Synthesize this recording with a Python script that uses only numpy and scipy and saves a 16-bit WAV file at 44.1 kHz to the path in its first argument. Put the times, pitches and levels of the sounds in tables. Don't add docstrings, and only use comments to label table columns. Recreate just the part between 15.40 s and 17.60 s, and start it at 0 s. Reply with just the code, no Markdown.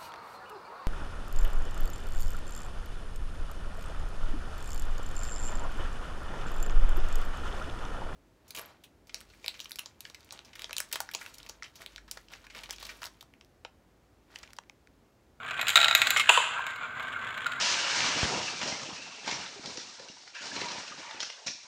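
import sys
import numpy as np
from scipy import signal
from scipy.fft import rfft, irfft, next_fast_len
from scipy.io import wavfile
from scipy.ndimage import uniform_filter1d, minimum_filter1d, map_coordinates

SR = 44100
rng = np.random.default_rng(int(sys.argv[2]) if len(sys.argv) > 2 else 0)


def waveform_to_disk(signal):
    frames = np.transpose(np.atleast_2d(signal))
    scaled = np.clip(frames, -1, 1) * 32767
    samples = np.round(scaled).astype(np.int16)
    wavfile.write(sys.argv[1], SR, samples)


N = 97020
TIME_S = np.arange(N) / SR
HIT_T = np.arange(4096) / SR
BUILD_S = 0.0006
HIT_DB = -23.5

# pitch_hz [Hz], level_db [dB, relative], t60_s [s]
FUNNEL_MODES = [(647.6, -5.5, 0.061), (805, -5, 0.041), (1385, 2.5, 0.076), (1548, -0.5, 0.043),
                (1927, -6, 0.28), (2190, -1, 0.13), (2530, 7, 0.024), (2512, -6, 0.15), (2830, -10, 0.077),
                (3340, 13, 0.0043), (3726, 14.5, 0.0063), (3932, 1.5, 0.041)]
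# [dB, relative]
FUNNEL_COLOUR = [(100, -38), (250, -32), (500, -23.5), (650, -8), (1150, -5.5), (1400, 1), (2400, 3),
                 (4000, -2), (4500, -10), (5900, -22), (7200, -7), (8500, -20.5), (10500, -31),
                 (13000, -26), (15500, -29.5)]


def funnel_rattle():
    # start_s [s], level_db [dB, relative], bright_db [dB per octave], ping_db [dB]
    wall_hits = [(.048, -31, -4.5, -9), (0.109, -19, -2, -23), (.193, -15.5, -5, -14),
                 (0.213, -13.5, 3, -1), (.228, -19, -6, -2), (.269, -16, 2, -11), (.282, -11, 7.5, -10),
                 (0.292, -10, 2.5, -2), (0.302, -13, 5, -6), (0.332, -23, -3, -8), (0.55, -0.5, 4, 4),
                 (.567, -20.5, 2, -10), (.576, -20.5, 10, -14), (.617, -4, 2.5, -7), (0.6701, -8, 4.5, -12),
                 (.705, -8, 6, 7), (1.2661, -20.5, -0.5, -10), (1.305, -32, 2, -17), (1.360, -31, 2.5, -4),
                 (1.597, -23.5, -6, -13), (1.628, -36, 4.5, 0), (1.907, -37, 0, -6.5),
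                 (1.9769, -22, -3, -9), (2.0653, -19, 1.5, -6.5), (2.119, -23.5, 1, -15)]
    # pitch_hz [Hz], level_db [dB, relative], t60_s [s]
    bowl_modes = [(265, -20, 0.043), (366, -13, 0.02)]
    # [dB, relative]
    slope_bumps = [(1.165, -20.5), (1.1762, -16.5), (1.596, -40), (1.761, -19), (2.06, -17.5), (2.064, -15),
                   (2.12, -23), (2.134, -20.5)]
    # pitch_hz [Hz], level_db [dB, relative], t60_s [s]
    slope_modes = [(1389, 9, 0.047), (1530, 2.5, 0.016), (1640, -5, 0.079)]
    ping_hz, ping_t60_s, ping_base_db = 12690, 0.016, -16.5

    hits, pings = np.zeros(N), np.zeros(N)
    for start_s, level_db, bright_db, ping_db in wall_hits:
        hit = clack(FUNNEL_MODES + bowl_modes, FUNNEL_COLOUR, bright_db, crack_t60=0.036, ring_db=-2)
        add(hits, start_s, amp(level_db) * hit)
        phase_drift = np.cumsum(rng.normal(0, 0.035, len(HIT_T)))
        ping = fade(ping_t60_s) * np.sin(2 * np.pi * ping_hz * HIT_T + phase_drift)
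        add(pings, start_s, amp(level_db + ping_base_db + ping_db) * unit(ping))
    for start_s, level_db in slope_bumps:
        add(hits, start_s, amp(level_db) * ringing(slope_modes))
    return in_room(hits, wet_db=-8.0, early_db=-16) + in_room(pings, wet_db=-25, early_db=-17)


def throat_chatter():
    # [dB, relative]
    clicks = [(.357, 3, 2.5, -13), (.3695, -4.5, 4.5, -7.5), (.375, -2.5, -0.5, -16),
              (.389, -11, -5, -15.5), (.402, -10.5, 1, -30), (.414, -6.5, 1, -17), (.429, -8, -1, -13.5),
              (.436, -13, 0, -30), (0.4445, -4, 3, -42), (.458, -11, -4, -13), (0.4825, -6, 0.5, -18.5),
              (.497, -18.5, 3, -26), (.5105, -7.5, 0, -14), (.527, -17.5, 4, -20)]
    # pitch_hz [Hz], level_db [dB, relative], t60_s [s]
    rim_modes = [(3820, 20, 0.018)]
    # pitch_hz [Hz], level_db [dB, relative], t60_s [s]
    throat_modes = [(676, -24, 0.16), (1362, 1.5, 0.058), (1416, -7, 0.073)]

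    out = np.zeros(N)
    for start_s, click_db, bright_db, ring_db in clicks:
        click = clack(FUNNEL_MODES + rim_modes, FUNNEL_COLOUR, bright_db, crack_t60=0.028, ring_db=2.5)
        add(out, start_s, amp(click_db) * click)
        add(out, start_s, amp(ring_db) * ringing(throat_modes))
    return in_room(out, wet_db=-11.5, early_db=-13)


def truck_bed():
    # start_s [s], crack_db [dB, relative], thud_db [dB, relative], lowest pitch of the thud [Hz]
    landings = [(0.8909, -3.5, -4.5, 396), (.8935, 5, -3, 400), (.909, -15, -18.5, 436),
                (0.9746, -10, -5, 506), (1.001, -28, -13.5, 694), (1.1914, -44, -16, 790)]
    # pitch_hz [Hz], level_db [dB, relative], t60_s [s]
    bed_modes = [(2632, 3.3, 0.015), (2800, 2.1, 0.013)]
    # [dB, relative]
    bed_colour = [(300, -33.5), (500, -30), (950, -7.5), (1500, 3), (2100, -4), (2750, 9.5), (3500, 1),
                  (4400, -13), (5500, -25.5), (7300, -7.5), (10000, -27), (15500, -33)]
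    # pitch_hz [Hz], level_db [dB, relative], t60_s [s]
    hollow_modes = [(464, -6, 0.021), (625, -3.5, 0.024), (905, 3.5, 0.036), (977, -4.5, 0.083),
                    (1064, -2.5, 0.074)]
    # [dB, relative]
    hollow_colour = [(280, -29.5), (430, -4.5), (700, -2), (950, 9.5), (1200, -6), (1700, -12.5),
                     (4000, -46)]
    bed_ring_db = -4.5

    cracks, rings, thuds = np.zeros((3, N))
    for start_s, crack_db, thud_db, lowest_hz in landings:
        crack = clack(bed_modes, bed_colour, 0, crack_t60=0.024, ring_db=-10)
        add(cracks, start_s, amp(crack_db) * crack)
        add(rings, start_s, amp(crack_db + bed_ring_db) * ringing(bed_modes))
        thud = clack(hollow_modes, hollow_colour, 0, crack_t60=0.043, ring_db=-1)
        add(thuds, start_s, amp(thud_db) * above(thud, lowest_hz))
    return rings + in_room(cracks, wet_db=-5.5, early_db=-35) + in_room(thuds, wet_db=-12.5, early_db=-15)


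def chute_knocks():
    # start_s [s], level_db [dB, relative], bright_db [dB per octave]
    knocks = [(0.763, -6, -1.5), (0.771, -10.5, 7), (.781, -15, -1.5), (0.7965, -6, 2.5)]
    # pitch_hz [Hz], level_db [dB, relative], t60_s [s]
    chute_modes = [(1183, 0.5, 0.048), (1470, -5, 0.058), (2050, 1, 0.079), (2162, -0.5, 0.11),
                   (2550, -7, 0.031), (7170, -2, 0.014)]
    # [dB, relative]
    chute_colour = [(200, -31.5), (900, -13), (1200, -2), (1600, -8), (2200, 2), (3800, -9), (4700, -20),
                    (6000, -25), (7200, -20), (9000, -29.5), (15500, -42)]

    out = np.zeros(N)
    for start_s, level_db, bright_db in knocks:
        knock = clack(chute_modes, chute_colour, bright_db, crack_t60=0.055, ring_db=-4.0)
        add(out, start_s, amp(level_db) * knock)
    return in_room(out, wet_db=-17.0, early_db=-5.5)


def rolling():
    # time_s [s], level_db [dB]
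    roll_level = [(0, -39), (0.201, -37), (.35, -40.5), (.7, -35), (.88, -49), (1.15, -39.5), (1.45, -40),
                  (1.6, -38.5), (1.85, -37.5), (2.2, -38)]
    # [dB, relative]
    roll_colour = [(200, -22.5), (400, -21), (680, -4), (850, -9), (1130, 4), (1600, -2), (1800, -10),
                   (2150, -5.5), (3600, -13.5), (4500, -27.5), (5700, -42.5), (7200, -22), (9500, -55.5)]
    # [dB, relative]
    resonances = [(1528, 65, 140, -0.5), (2223, 250, 146, -7)]
    bumps_per_s, wander_per_s = 3000, 9

    roughness = amp(2.13 * wobble(40.32))
    bumps = rng.standard_normal(N) * (rng.random(N) < bumps_per_s / SR)
    sound = shaped(bumps * roughness, roll_colour)
    for centre_hz, swing_hz, width_hz, level_db in resonances:
        drive = rng.standard_normal(N) + 1j * rng.standard_normal(N)
        lowpass = signal.butter(2, width_hz / 2, fs=SR, output="sos")
        swell = signal.sosfilt(lowpass, drive * roughness)
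        turns = np.cumsum(centre_hz + swing_hz * np.sin(wobble(wander_per_s))) / SR
        band = np.real(swell * np.exp(2j * np.pi * turns))
        sound = sound + amp(level_db) * unit(band)
    return level_curve(roll_level) * unit(in_room(sound, wet_db=-8, early_db=-6))


def fine_rattle():
    # time_s [s], level_db [dB]
    grain_level = [(0, -44), (0.298, -41.5), (.7, -40), (.88, -37.5), (1.3, -49), (1.53, -63), (1.61, -45),
                   (1.72, -46.5), (1.81, -51.5), (1.89, -43), (2.03, -45.5), (2.2, -45)]
    # [dB, relative]
    grain_colour = [(300, -47), (620, -14.5), (850, -17.5), (1150, -0.5), (1700, 10.5), (2150, 1),
                    (3200, 6.5), (4000, -5.5), (4700, -21), (6000, -22), (7200, -11.5), (9500, -23.5),
                    (13000, -34), (15500, -51)]
    grains_per_s, grain_t60_s, scatter_db = 110, 0.023, 3

    strengths = amp(scatter_db * np.clip(rng.standard_normal(N), -2, 2))
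    contacts = (rng.random(N) < grains_per_s / SR) * strengths
    energy = signal.fftconvolve(contacts ** 2, fade(grain_t60_s) ** 2)[:N]
    grains = np.sqrt(np.abs(energy)) * rng.standard_normal(N)
    return level_curve(grain_level) * shaped(grains, grain_colour)


def room_background():
    # time_s [s], level_db [dB]
    rumble_level = [(0, -55.5), (.75, -54.5), (1.0, -60), (1.3, -61.5), (1.6, -54.5), (2.2, -55)]
    # [dB, relative]
    rumble_colour = [(20, -35), (48, -29), (62, -6), (80, -10.5), (105, 0.5), (140, -4), (200, -13.5),
                     (243, -2.5), (320, -15.5), (470, -6), (900, -41.5)]
    return level_curve(rumble_level) * shaped(rng.standard_normal(N), rumble_colour)


def clack(modes, colour, bright_db, crack_t60, ring_db):
    snap_db, snap_t60_s = -7, 0.006

    def tilt(hz):
        return bright_db * np.log2(np.clip(hz, 1300, 9000) / 2000)

    envelope = fade(crack_t60) + amp(snap_db) * fade(snap_t60_s)
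    onset = 1 - np.exp(-HIT_T / BUILD_S) / 2
    burst = rng.choice([-1, 1], len(HIT_T)) * envelope * onset
    crack = unit(coloured(burst, lambda hz: along(colour, hz) + tilt(hz)))
    return unit(crack + amp(ring_db) * ringing(modes, tilt))


def ringing(modes, tilt=lambda hz: 0):
    scatter_db, detune = 2.5, 0.008
    ring = np.zeros(len(HIT_T))
    for pitch_hz, level_db, t60_s in modes:
        gain = amp(level_db + tilt(pitch_hz) + scatter_db * rng.normal())
        struck_hz = pitch_hz * (1 + detune * rng.normal())
        ring += gain * fade(t60_s) * np.sin(2 * np.pi * (struck_hz * HIT_T + rng.random()))
    return unit(ring * (1 - np.exp(-HIT_T / BUILD_S)))


def fade(t60):
    return np.exp(-np.log(1000) * HIT_T / t60)


def add(track, start_s, sound):
    part = track[max(round(start_s * SR), 0):][:len(sound)]
    part += sound[:len(part)]


def in_room(x, wet_db, early_db):
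    # freq_hz [Hz], t60_s [s]
    room_t60 = [(200, 0.73), (1000, 0.9), (2800, 0.71), (7000, 0.59), (14000, 0.28)]
    # [dB, relative]
    room_colour = [(200, -3), (650, -1), (1400, -3), (3000, -4), (7000, -1), (14000, 2)]

    hz, frame_s, bins = signal.stft(rng.standard_normal(SR), SR, nperseg=256)
    tail_db = along(room_colour, hz)[:, None] - 60 * frame_s / along(room_t60, hz)[:, None]
    tail = signal.istft(bins * amp(tail_db), SR, nperseg=256)[1][:SR]
    t = np.arange(SR) / SR
    tail *= 1 - np.exp(-t / 0.016)
    early = rng.standard_normal(SR) * amp(-60 * t / 0.11) * (t > 0.004)
    answer = amp(wet_db) * tail / np.linalg.norm(tail)
    answer += amp(early_db) * early / np.linalg.norm(early)
    answer[0] += 1
    return signal.fftconvolve(x, answer)[:N]


def amp(db):
    return 10 ** (np.asarray(db) / 20)


def unit(x):
    return x / np.sqrt(np.mean(x ** 2) + 1e-20)


def level_curve(points):
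    return amp(np.interp(TIME_S, *np.transpose(points)))


def along(points, hz):
    f, v = np.transpose(points)
    return np.interp(np.log(hz + 1), np.log(f + 1), v)


def coloured(x, level):
    m = next_fast_len(len(x), True)
    cepstrum = irfft(np.log(10) / 20 * level(np.fft.rfftfreq(m, 1 / SR)), m)
    cepstrum[1:m // 2] *= 2
    cepstrum[m // 2 + 1:] = 0
    return irfft(rfft(x, m) * np.exp(rfft(cepstrum)), m)[:len(x)]


def shaped(x, points):
    return unit(coloured(x, lambda hz: along(points, hz)))


def wobble(rate):
    knots = rng.standard_normal(int(N * rate / SR) + 4)
    return map_coordinates(knots, [np.arange(N) * rate / SR])


def above(x, edge_hz):
    return signal.sosfilt(signal.butter(N=5, Wn=edge_hz, btype="high", fs=SR, output="sos"), x)


def scene():
    contacts = funnel_rattle() + throat_chatter() + truck_bed() + chute_knocks()
    return (amp(HIT_DB) * contacts + rolling() + fine_rattle() + room_background())[None]


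def record(dry):
    ceiling, top_hz = 0.95, 15800
    needed = ceiling / np.maximum(np.abs(dry), ceiling)
    gain = uniform_filter1d(minimum_filter1d(needed, size=301), size=201)
    m = next_fast_len(N + SR // 2)
    kept = np.fft.rfftfreq(m, 1 / SR) < top_hz
    return irfft(rfft(dry * gain, m) * kept, m)[..., :N]


dry = scene()
out = record(dry)
waveform_to_disk(out)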